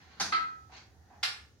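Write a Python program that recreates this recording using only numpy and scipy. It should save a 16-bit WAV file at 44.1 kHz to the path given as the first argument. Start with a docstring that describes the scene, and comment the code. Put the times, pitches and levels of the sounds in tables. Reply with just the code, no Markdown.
"""A metal gate is worked between hard driveway walls: the latch clacks open, a steel bar is knocked and
rings, metal slides, the frame bumps softly twice and the latch slams home. Each blow is a few quick
contacts that crack and set the metal ringing; the slides are showers of tiny catches. The walls add a
dense, short echo. Underneath lie a low outdoor rumble, steady air, a faint hiss and a hollow drone."""
import sys
import numpy as np
from scipy import signal
from scipy.fft import rfft, irfft
from scipy.io import wavfile
from scipy.ndimage import uniform_filter1d

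SR = 44100
rng = np.random.default_rng(int(sys.argv[2]) if len(sys.argv) > 2 else 0)


def pcm_store(signal):
    """Save signal as 16-bit PCM."""
    levels = np.round(np.clip(np.atleast_2d(signal), -1, 1) * 32767)
    wavfile.write(sys.argv[1], SR, levels.astype(np.int16).T)


N = 70560


def latch_release():
    """The latch lets go in two quick contacts: a dry clack with a short ring."""
    # latch contacts (time [s], crack level [dB], ring level [dB])
    contacts = [(.199, -50.5, -51.5), (.207, -46.5, -78)]
    # tone of the crack (frequency [Hz], gain [dB])
    tone = [(110, -20.5), (200, -7), (520, -12), (780, -3), (1100, -7), (1400, 0.5), (2100, -4.5),
            (2800, -10), (4400, -0.5), (6100, -4.5), (7300, -14.5), (11600, -24), (15000, -38)]
    # latch resonances (frequency [Hz], relative level [dB], t60 [s])
    modes = [(770, -7, .06), (1010, -8, .06), (1330, -5, .08), (1698, -7, .08), (2100, -6, .08),
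             (4310, 0, .07), (4600, -2, .07), (5378, -6, .08), (6207, -5, .1)]
    return clank(contacts, tone, modes, lead_s=.00009, ring_echo_db=3)


def latch_slam():
    """The latch touches, then slams home with a hard, bright crack."""
    # touch and slam (time [s], crack level [dB], ring level [dB])
    contacts = [(1.229, -53, -82), (1.232, -44.5, -51.5)]
    # tone of the crack (frequency [Hz], gain [dB])
    tone = [(300, -40), (450, -19), (650, -9), (1000, -10.5), (1300, -5.5), (2000, -2), (2400, -3),
            (2900, -1.5), (3400, -3), (4000, -1.5), (5200, -2), (6200, -12.5), (7400, -17.5), (8600, -16),
            (9700, -27.5), (10800, -16), (12000, -29.5), (15500, -33.5)]
    # resonances of the closing latch (frequency [Hz], relative level [dB], t60 [s])
    modes = [(1440, -8, .05), (1700, -7, .07), (2085, -2, .11), (2482, -6, .08), (2907, 1, .08),
             (3787, -3, .08), (4086, -3, .07), (4360, -5, .08), (4592, -4, .07), (4962, 0, .09),
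             (5205, -2, .08)]
    return clank(contacts, tone, modes, lead_s=.00005, ring_echo_db=3)


def steel_bar():
    """A knocked bar chatters against its stop and rings on in close, beating modes."""
    # knock and chatter (time [s], crack level [dB], ring level [dB])
    contacts = [(.322, -53, -64), (.3245, -49.5, -43), (.3444, -59, -45.5), (.4057, -70, -50.5)]
    # tone of the knock (frequency [Hz], gain [dB])
    tone = [(150, -8), (500, -10.5), (1000, 0), (1500, 7), (2100, 10), (2800, 0.5), (3300, -1), (4400, 4),
            (5400, -8.5), (8000, -24), (15000, -47)]
    # bar resonances (frequency [Hz], relative level [dB], t60 [s])
    modes = [(1284, -9, .26), (1296, -7, .29), (1302, 0, .42), (1372, -9, .34), (1585, -15, .26),
             (1700, -22, .22), (1883, -19, .22), (1950, -14, .3), (2080, -17, .25), (2467, -22, .28),
             (4164, -18, .16), (4368, -21, .1)]
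    return clank(contacts, tone, modes, lead_s=.00022, ring_echo_db=-3.5)


def frame_bumps():
    """The frame takes two soft double bumps and answers with a lower, duller ring."""
    # frame contacts (time [s], crack level [dB], ring level [dB])
    contacts = [(.696, -76, -73.5), (.722, -71, -77), (1.103, -77.5, -75), (1.133, -78, -84)]
    # tone of a bump (frequency [Hz], gain [dB])
    tone = [(200, -2.5), (500, -7), (800, 4.5), (1050, 1), (1600, -5), (2600, -8), (5000, -42)]
    # frame resonances (frequency [Hz], relative level [dB], t60 [s])
    modes = [(756, 4.5, 0.2), (734, -10, 0.19), (821, 4, 0.064), (970, -11, 0.047)]
    return clank(contacts, tone, modes, lead_s=.00005, ring_echo_db=3)


def clank(contacts, tone, modes, lead_s, ring_echo_db):
    """Metal meets metal in quick contacts; each one cracks and sets the part ringing."""
    contact_s, crack_direct_db = .00094, -13.5
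    t, straight, echo, out = seconds(), direct(lead_s), walls(), 0
    ringing = ring(modes, straight + undb(ring_echo_db) * echo)
    for onset_s, crack_db, ring_db in contacts:
        grit = rng.standard_normal(N) * np.exp(-t / contact_s)
        flat_grit = irfft(np.exp(1j * np.angle(rfft(grit))), N)  # equally strong at every frequency
        force = flat_grit * (t < 10 * contact_s)
        crack = through(colour(force, tone), undb(crack_direct_db) * straight + echo)
        out = out + delay(level(crack, crack_db) + undb(ring_db) * ringing, onset_s)
    return out


def ring(modes, path):
    """Decaying modes of a steel part, heard along a stereo path."""
    t, out = seconds(), 0
    attack = 1 - np.exp(-t / .001)
    for hz, db, t60 in modes:
        partial = attack * np.sin(2 * np.pi * hz * t) * np.exp(-np.log(1000) * t / t60)
        out = out + level(through(partial, path), db)
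    return level(out, 0)


def slides():
    """Metal slips over metal in dense tiny catches that swell and fade, heard through the wall echo."""
    # strokes (peak time [s], rise [s], fall [s], level [dB], tilt [dB/octave])
    strokes = [(0.0, 0.0067, 0.036, -74, -3.5), (0.112, 0.063, 0.09, -70.5, -4),
               (0.169, 0.0017, 0.063, -70, -5.5), (0.731, 0.01, 0.012, -68, -1),
               (.765, 0.0072, 0.0067, -67.5, -0.5)]
    # tone of the scrape (frequency [Hz], gain [dB])
    tone = [(400, -14.5), (750, -11), (1100, -4.5), (1600, 0.5), (2100, 0), (3000, -4), (3800, -2),
            (4350, 3.5), (5000, -5.5), (6200, -6), (8000, -22.5), (10000, -50), (14000, -43)]
    catches_per_s, scatter_db = 2500, 2
    t, echo, out = seconds(), walls(), 0
    for peak_s, rise_s, fall_s, db, tilt_db in strokes:
        catches = (rng.random(N) < catches_per_s / SR) * rng.standard_normal(N)
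        catches *= undb(scatter_db * rng.standard_normal(N))
        pressure = np.exp(-np.maximum((peak_s - t) / rise_s, (t - peak_s) / fall_s))
        scrape = colour(catches * pressure, tone, tilt_db)
        out = out + level(through(scrape, echo), db)
    return out


def direct(lead_s):
    """The straight path to two microphones, reaching the left one lead_s earlier."""
    click = signal.unit_impulse(N)
    return np.array([click, delay(click, lead_s)])


def walls():
    """Echo of the walls: a few distinct early reflections in a dense tail whose bass lasts longest."""
    # decay of the echo (frequency [Hz], t60 [s])
    decay_times = [(150, 0.936), (500, 0.47), (1500, 0.44), (4000, 0.32), (8000, 0.4), (15000, .28)]
    reflections_per_s, early_db, early_decay_s, build_s = 400, -10, .01, .00067
    t, hz, out = seconds(), np.fft.rfftfreq(N, 1 / SR), 0
    early = rng.standard_normal((2, N)) * (rng.random((2, N)) < reflections_per_s / SR)
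    early *= undb(early_db) * np.sqrt(SR / reflections_per_s) * np.exp(-t / early_decay_s)
    spectrum = rfft(diffuse(rng.standard_normal((2, N)) + early))
    centres = np.geomspace(100, 16000, 9)
    for centre, weights in zip(centres, np.eye(len(centres))):
        band = irfft(spectrum * at_hz(list(zip(centres, weights)), hz), N)
        out = out + band * np.exp(-np.log(1000) * t / at_hz(decay_times, centre))
    build_up = 1 - np.exp(-t / build_s)
    return level(out * build_up, 0) / np.sqrt(N)  # unit energy


def outdoors():
    """Beds of shaped noise: a wavering rumble, steady air, a faint hiss and a hollow drone."""
    # tone of each bed (frequency [Hz], gain [dB])
    rumble_tone = [(25, -44.5), (45, -26), (68, 11.5), (85, 10), (115, 2), (200, -28.5), (400, -36)]
    air_tone = [(100, 5), (200, -1), (400, -4), (800, -14), (1500, -29), (3000, -33), (6600, -67)]
    hiss_tone = [(2500, -6), (4000, -2), (6600, 0), (7800, -16), (15500, -19)]
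    drone_tone = [(500, -50.5), (700, 12), (775, 19), (860, 12.5), (1100, 2.5), (1900, 9), (3000, -36.5)]
    # swells of the hiss and the drone (time [s], level [dB])
    hiss_swell = [(0, -73), (.6, -71.5), (1, -75.5), (1.25, -71), (1.58, -75)]
    drone_swell = [(0, -66.5), (.6, -72.5), (.9, -72), (1.2, -65), (1.45, -88)]
    rumble = bed(rumble_tone) * undb(-62.5 + 1.5 * waver(rate_hz=10.47))
    air = bed(air_tone) * undb(-65.5)
    hiss = bed(hiss_tone) * fader(hiss_swell)
    drone = bed(drone_tone) * fader(drone_swell)
    return rumble + air + hiss + drone


def bed(tone):
    """Wide stereo noise of a given tone, at unit rms."""
    return level(colour(diffuse(rng.standard_normal((2, N))), tone), 0)


def diffuse(pair):
    """Make two unrelated signals alike in the bass, as two close microphones hear them."""
    corner_hz = 674
    alike = .92 / (1 + (np.fft.rfftfreq(N, 1 / SR) / corner_hz) ** 2)
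    a, b = rfft(pair)
    mid, side = a * np.sqrt(1 + alike), b * np.sqrt(1 - alike)
    return irfft(np.array([mid + side, mid - side]), N)


def waver(rate_hz):
    """Smooth random drift at unit rms."""
    hold = int(SR / rate_hz)
    steps = np.repeat(rng.standard_normal(N // hold + 1), hold)
    return level(uniform_filter1d(uniform_filter1d(steps, hold), hold)[:N], 0)


def fader(points):
    """Gain that rides through (time [s], level [dB]) points."""
    return undb(np.interp(seconds(), *np.array(points).T))


def colour(x, points, tilt_db=0):
    """Causal filter through (frequency [Hz], gain [dB]) points, falling away below the lowest one."""
    size = 2 * N
    hz = np.maximum(np.fft.rfftfreq(size, 1 / SR), 1)
    bass_loss_db = 10 * np.log10(1 + (points[0][0] / 2 / hz) ** 4)
    db = at_hz(points, hz) + tilt_db * np.log2(hz) - bass_loss_db
    cepstrum = irfft(np.log(undb(db)))
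    cepstrum[1:N] *= 2  # minimum phase: nothing sounds ahead of the attack
    cepstrum[N + 1:] = 0
    return irfft(rfft(x, size) * np.exp(rfft(cepstrum)))[..., :N]


def at_hz(points, hz):
    """Read (frequency [Hz], value) points on a log-frequency axis."""
    p = np.array(points, float)
    return np.interp(np.log(np.maximum(hz, 1)), np.log(p[:, 0]), p[:, 1])


def through(x, response):
    """Convolve a sound with a two-channel response."""
    return signal.fftconvolve(np.atleast_2d(x), response, axes=-1)[:, :N]


def delay(x, s):
    """The same sound, s seconds later."""
    shift = int(np.clip(s * SR, 0, N - 1))
    return np.concatenate([np.zeros_like(x[..., :shift]), x[..., :N - shift]], axis=-1)


def level(x, db):
    """Each channel set to an rms level over its whole length."""
    return x * undb(db) / np.sqrt(np.mean(x ** 2, axis=-1, keepdims=True) + 1e-30)


def undb(db):
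    """Decibels to gain."""
    return 10 ** (np.asarray(db) / 20)


def seconds():
    """Time of every sample."""
    return np.arange(N) / SR


def scene():
    """Three clanks and small handling sounds over the outdoor beds, all leaning slightly right."""
    right_lean_db = 1.25
    gate = latch_release() + steel_bar() + latch_slam() + frame_bumps() + slides()
    balance = undb(np.array([[-right_lean_db], [right_lean_db]]) / 2)
    return (gate + outdoors()) * balance


def record(dry):
    """The recorder cuts the deepest bass and the top."""
    low_cut_hz, top_hz = 50, 16000
    thinned = signal.sosfilt(signal.butter(4, low_cut_hz, "high", fs=SR, output="sos"), dry)
    return signal.sosfilt(signal.ellip(8, .2, 70, top_hz, fs=SR, output="sos"), thinned)


dry = scene()
out = record(dry)
pcm_store(out)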